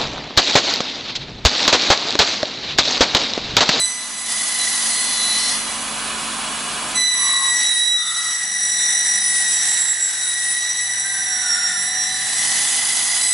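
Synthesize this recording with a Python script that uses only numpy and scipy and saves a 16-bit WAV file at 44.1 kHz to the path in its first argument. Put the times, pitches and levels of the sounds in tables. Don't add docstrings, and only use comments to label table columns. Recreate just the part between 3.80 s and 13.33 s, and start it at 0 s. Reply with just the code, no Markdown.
import sys
import numpy as np
from scipy import signal
from scipy.fft import rfft, irfft, next_fast_len
from scipy.io import wavfile
from scipy.ndimage import uniform_filter1d, map_coordinates

SR = 44100
rng = np.random.default_rng(int(sys.argv[2]) if len(sys.argv) > 2 else 0)


def store_pcm(level_fs):
    pcm = np.round(np.clip(level_fs, -1, 1) * 32767).astype(np.int16)
    wavfile.write(sys.argv[1], SR, np.atleast_2d(pcm).T)


N = 420273
TIME = np.arange(N) / SR
TEETH, IDLE_HZ, FULL_SAG_HZ = 40, 2000, 70

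TOOTH_HARMONICS = [-8, -11, -9, -6, -5]
CUTTER_LOAD = { "first": [(3.14, 0), (3.4, 32), (3.95, 66), (4.3, 52), (5.4, 65), (6, 81), (6.7, 68),
               (7.3, 35), (8.6, 1)], "second": [(3.79, 0), (4.05, 35), (4.5, 69), (5.15, 77), (6.8, 42),
               (7.3, 85), (7.75, 140), (8.3, 106), (9, 34), (9.53, 2)], "third": [(4.5, 0), (5.3, 15),
               (6, 31), (7.4, 15), (8.4, 0)]}
CUTTER_PASSES = {"first": (3.14, 9.3, 1.6, -14, .095, 0), "second": (3.76, 10.6, 6.4, -13.5, .055, -15),
                 "third": (4.5, 8.5, 2.4, -17, .29, 6)}


def amp(db):
    return 10 ** (np.asarray(db) / 20)


def unit(x):
    return x / np.sqrt(np.mean(np.abs(x) ** 2) + 1e-20)


def along(points, hz):
    f, values = np.transpose(points)
    return np.interp(np.log(hz + 1), np.log(f + 1), values)


def wobble(rate):
    steps = np.arange(0, N + 16, 16)
    knots = rng.standard_normal(int(N * rate / SR) + 4)
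    return np.interp(np.arange(N), steps, map_coordinates(knots, [steps * rate / SR], mode="nearest"))


def filtered(x, response):
    size = next_fast_len(N + SR // 4)
    return irfft(rfft(x, size) * response(np.fft.rfftfreq(size, 1 / SR)), size)[..., :N]


def gate(start, end, rise, fall):
    return np.clip(np.minimum((TIME - start) / rise, (end - TIME) / fall), 0, 1)


def arch(centre, length):
    return np.cos(np.pi * np.clip((TIME - centre) / length, -.5, .5))


def shaken_tone(phase, flutter):
    return np.sqrt(2) * (1 + flutter * wobble(60)) * np.sin(phase + flutter * wobble(90))


def tones(partials, waver_db, drift):
    return np.sqrt(2) * sum(
        amp(db + waver_db * wobble(6)) * np.sin(2 * np.pi * hz * TIME + drift * wobble(9))
        for hz, db in partials)


def rush(spectrum, ripple_db):
    def response(hz):
        ripple = np.interp(hz, np.arange(0, 12000, 30), rng.standard_normal(400))
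        return amp(along(spectrum, hz) + ripple_db * ripple * hz / (hz + 1000))
    return unit(filtered(rng.standard_normal((2, N)), response))


def buzz(bands):
    def response(f):
        return sum(amp(db) * unit(1 / (1 + (2 * (f - hz) / width) ** 4)) for hz, width, db in bands)
    return filtered(rng.standard_normal(N), response)


def diffuse_field(pair):
    likeness = [(50, 0.87), (200, .92), (500, 0.86), (1000, 0.7), (2000, 0.8), (4000, 0.81), (9000, 0.92)]  # f/Hz, left-right correlation
    def response(hz):
        turn = np.arccos(np.clip(along(likeness, hz), -1, 1)) / 2
        return np.array([np.cos(turn), np.sin(turn)])
    mid, side = filtered(pair, response)
    return np.array([mid + side, mid - side])


def workshop(x):
    decay = [(200, 1), (2000, 0.61), (10000, 0.57)]
    hz, t, noise = signal.stft(rng.standard_normal((2, SR * 3 // 4)), SR, nperseg=256)
    tail = signal.istft(noise * amp(-60 * t / along(decay, hz)[:, None]), SR, nperseg=256)[1]
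    delayed = np.pad(x, (300, 0))[None]
    return signal.fftconvolve(delayed, tail / np.linalg.norm(tail[0]), axes=1)[:, :N]


def spindle_air():
    spectrum = [(15, -43), (25, -19), (48, -19), (124, -13.5), (217, -6.5), (442, -11), (998, -2),
                (1930, -8.5), (2140, -6), (2900, -6), (3840, -10.5), (5080, -12.5), (5770, -13),
                (6390, -13), (10900, -10), (14200, -45), (22000, -120)]
    return amp(-25) * rush(spectrum, ripple_db=5.5)


def motor_hum():
    partials = [(49.9, -54), (99.8, -59.5), (220.5, -43), (269.5, -47.5), (899, -51), (1007, -41),
                (2945, -49), (4032, -44), (4447, -49)]
    return tones(partials, waver_db=.5, drift=.2)


def feed_drive():
    notes = [(4.12, 4.65, 168, -37), (4.6, 6.08, 194, -37.5), (6.03, 9.3, 129, -41.5), (7.7, 8.5, 172, -41)]
    return sum(amp(db + 2 * wobble(7)) * gate(start, end, .06, .06)
               * shaken_tone(2 * np.pi * hz * TIME, flutter=.25) for start, end, hz, db in notes)


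def sag(cutter):
    return np.abs(np.interp(TIME, *np.transpose(CUTTER_LOAD[cutter])))


def labour(cutter):
    return np.tanh((sag(cutter) / FULL_SAG_HZ) ** 2)


def shaft_angle(cutter):
    return 2 * np.pi * np.cumsum(IDLE_HZ - sag(cutter) + .72 * wobble(25)) / TEETH / SR


def whine_strength(cutter):
    bite, clear, fade, db, db_per_hz, _ = CUTTER_PASSES[cutter]
    return gate(bite, clear, rise=.045, fall=fade) * amp(db + db_per_hz * sag(cutter))


def rubbing():
    rubs = [(-.1, .16, .05, .14, -19.5, -12.5, -40), (-.1, 2.3, .05, 1.1, -19.5, -24, -38),
            (.44, 1.55, .06, .5, -13.5, -36, -33), (.9, 1.86, .45, .14, -19.5, -36, -26),
            (4.15, 4.8, .2, .35, -5.5, -40, -60), (8.12, 9.9, .8, .2, -4, -20, -29),
            (9.36, 9.9, .17, .2, -14, -7, -25)]
    return np.sqrt(sum((amp(levels)[:, None] * gate(start, end, rise, fall)) ** 2
                       for start, end, rise, fall, *levels in rubs))


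def blade_ring(strength):
    modes = [(3047, -13), (3496, -3), (4296, 1), (4861, -14), (5491, -6.5), (6568, -33), (8436, -34),
             (9141, -27), (9609, -9.5), (10438, -7.5)]
    return strength * tones(modes, waver_db=3.5, drift=.55)


def growl(angle):
    return amp(-30.5) * labour("second") * shaken_tone(16 * angle, flutter=.25)


def groans(angle):
    clusters = [(3.62, -19, .38, 22, .4), (3.55, -29, .5, 22, 4), (4.35, -22, .5, 27, 3.5)]
    out = np.zeros(N)
    for centre, db, length, middle, spread in clusters:
        for step in range(-3, 4):
            swell = amp(db) * arch(centre, length) / np.hypot(1, 2 * step / spread)
            phase = (round(middle) + step) * angle + 2 * np.pi * rng.random()
            out += swell * shaken_tone(phase, flutter=.2)
    return out


def chatter():
    bursts = [(3.5, 3.85, 920, -47, 460, -33), (4.17, 4.32, 3610, -46, 69, -7),
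              (4.15, 4.65, 1280, -150, 400, -21), (4.95, 5.15, 3670, -100, 140, -13),
              (5.2, 5.9, 5225, -9, 107, -18), (5.95, 6.55, 1580, -350, 137, -18),
              (7.1, 7.55, 1570, 2, 38, -20.5), (7.5, 8.0, 1450, -100, 120, -17),
              (7.6, 7.97, 7080, 0, 140, -18), (5.02, 5.12, 6830, 0, 40, -12)]
    out = np.zeros(N)
    for start, end, hz, slide, width, db in bursts:
        span = np.flatnonzero((TIME > start) & (TIME < end))
        progress = np.linspace(0, 1, len(span))
        offset_hz = np.fft.fftfreq(next_fast_len(len(span)), 1 / SR)
        band = np.exp(2j * np.pi * rng.random(len(offset_hz))) / (1 + (2 * offset_hz / width) ** 4)
        shake = np.fft.ifft(band)[:len(span)]
        phase = 2 * np.pi * np.cumsum(hz + slide * (progress - .5)) / SR
        swell = amp(db) * np.sqrt(np.abs(np.sin(np.pi * progress)))
        out[span] += swell * unit((shake * np.exp(1j * phase)).real)
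    return out


def metal_buzz(rub):
    loaded = {"first": [(6820, 110, -23), (10710, 257, -21)], "second": [(1830, 240, -20)],
              "third": [(1920, 330, -5), (3820, 440, -7.5)]}
    brushed = [(1990, 170, -11.5), (3020, 120, -21), (3400, 100, -21), (4900, 120, -17), (6358, 50, -18),
               (7700, 900, -17), (10100, 1700, -9)]
    return sum(labour(cutter) * buzz(loaded[cutter]) for cutter in loaded) + rub * buzz(brushed)


def chips(rub):
    rasp_spectrum = [(30, -55), (100, -12), (300, -9.5), (500, -14.5), (750, 0.5), (1100, -4), (1700, -1.5),
                     (2300, -4.5), (2800, -1.5), (3600, 1.5), (5000, 1.5), (8000, -6.5), (11000, -23)]
    hiss_spectrum = [(100, -60), (2000, -35), (4000, -14.5), (6000, 2), (8000, -1.5), (10000, 3.5),
                     (11000, 1)]
    flow = np.sqrt(sum((amp(chips_db) * (sag(cutter) / FULL_SAG_HZ) ** 1.3) ** 2
                       for cutter, (*_, chips_db) in CUTTER_PASSES.items()))
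    spray = amp(.5 * wobble(12) + 1.33 * wobble(110))
    rasp = np.hypot(amp(-15) * flow, amp(-9) * rub) * rush(rasp_spectrum, ripple_db=4)
    hiss = np.hypot(amp(-11) * flow ** 1.5, amp(-2) * rub) * rush(hiss_spectrum, ripple_db=7)
    return spray * (rasp + hiss)


def singing(cutter, strength, angle, width_hz=40, runout=.12):
    resonances = {"first": [(1945, -2), (3865, -9), (3995, -5), (5835, -1.5), (5960, -3), (7690, 1.5),
                  (7790, -1), (7990, -4), (9665, 1), (9840, -4)], "second": [(5595, 4), (5665, 4.5),
                  (5778, 2), (7690, 1), (9615, 2)], "third": [(5955, 3)]}
    squeals = [(.02, -15, .2, 4), (.03, -19, .2, 2), (.86, -25, .3, 2), (1.52, -19, .46, 2),
               (3.3, -13, .25, 2), (3.58, -10.5, .4, 2), (3.98, -2, .37, 2), (4.15, -.5, .19, 2),
               (4.35, -8, .45, 2), (6.09, -7, .5, 4), (6.46, -15, .27, 2), (6.99, -15, .3, 2),
               (9.5, -12, .22, 4)]
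    tooth_hz = IDLE_HZ - sag(cutter)
    swells = {}
    for hz, db in resonances[cutter]:
        k = round(hz / IDLE_HZ)
        detuning = 2 * (k * tooth_hz - hz) / width_hz
        swells[k] = swells.get(k, 0) + strength * amp(db) / (1 + detuning ** 2)
    if cutter == "first":
        for centre, db, length, k in squeals:
            swells[round(k)] = swells.get(round(k), 0) + amp(db) * arch(centre, length)
    rasp = 1 + runout * (np.cos(angle + wobble(4)) + np.cos(2 * angle + wobble(4)))
    return rasp * sum(swell * amp(2 * wobble(26)) * shaken_tone(k * TEETH * angle + np.pi / 2, .2)
                      for k, swell in swells.items())


def uneven_teeth(angle, skirt=4.2, lower_boost_db=4):
    multiples = np.arange(2048)
    weight = np.zeros(len(multiples))
    for k, db in enumerate(TOOTH_HARMONICS, 1):
        offset = multiples - k * TEETH
        weight += amp(db + lower_boost_db * (offset < 0)) * (offset != 0) / (1 + (offset / skirt) ** 2)
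    turn = unit(irfft(weight * np.exp(2j * np.pi * rng.random(len(weight))), 8 * len(weight)))
    return np.interp(angle / (2 * np.pi) % 1 * len(turn), np.arange(len(turn)), turn)


def whine(cutter, strength, angle):
    teeth = sum(amp(db + 2.2 * wobble(10)) * shaken_tone(k * TEETH * angle, flutter=.23)
                for k, db in enumerate(TOOTH_HARMONICS, 1))
    sidebands = (.5 + labour(cutter)) * amp(-5 + 3.2 * wobble(40)) * uneven_teeth(angle)
    return strength * (teeth + sidebands)


def scene():
    balance = [(100, -0.5), (500, -0.5), (1000, -1.6), (2000, -1.5), (4000, -1.5), (9000, -.8)]  # f/Hz, left over right level/dB
    rub, rub_whine, rub_ring = rubbing()
    angles = {cutter: shaft_angle(cutter) for cutter in CUTTER_LOAD}
    strength = {cutter: whine_strength(cutter) for cutter in CUTTER_LOAD}
    strength["first"] = np.hypot(strength["first"], rub_whine)
    cut = sum(whine(cutter, strength[cutter], angles[cutter]) for cutter in CUTTER_LOAD)
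    cut += chatter() + metal_buzz(rub)
    ring = sum(singing(cutter, strength[cutter], angles[cutter]) for cutter in CUTTER_LOAD)
    ring += growl(angles["second"]) + groans(angles["first"]) + blade_ring(rub_ring)
    air = spindle_air()
    echoes = amp([[-6], [3]]) * workshop(cut + amp(-4.5) * ring)
    direct = amp(-2) * cut + ring + motor_hum() + feed_drive()
    stereo = direct + diffuse_field(echoes + chips(rub) + air)
    return filtered(stereo, lambda hz: amp(np.array([[.5], [-.5]]) * along(balance, hz)))


def gain_control(x, ceiling_db=-16.3, release_db_per_s=5, start_duck_db=9):
    power = uniform_filter1d(np.mean(x ** 2, axis=0), size=1500)
    excess_db = np.maximum(10 * np.log10(np.abs(power) + 1e-12) - ceiling_db, 0)
    release_db = release_db_per_s * TIME
    duck_db = np.maximum.accumulate(np.maximum(excess_db + release_db, start_duck_db)) - release_db
    return x * amp(-uniform_filter1d(duck_db, size=400))


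def record(dry):
    return filtered(gain_control(dry), lambda hz: hz < 11100)


dry = scene()
out = record(dry)
store_pcm(out)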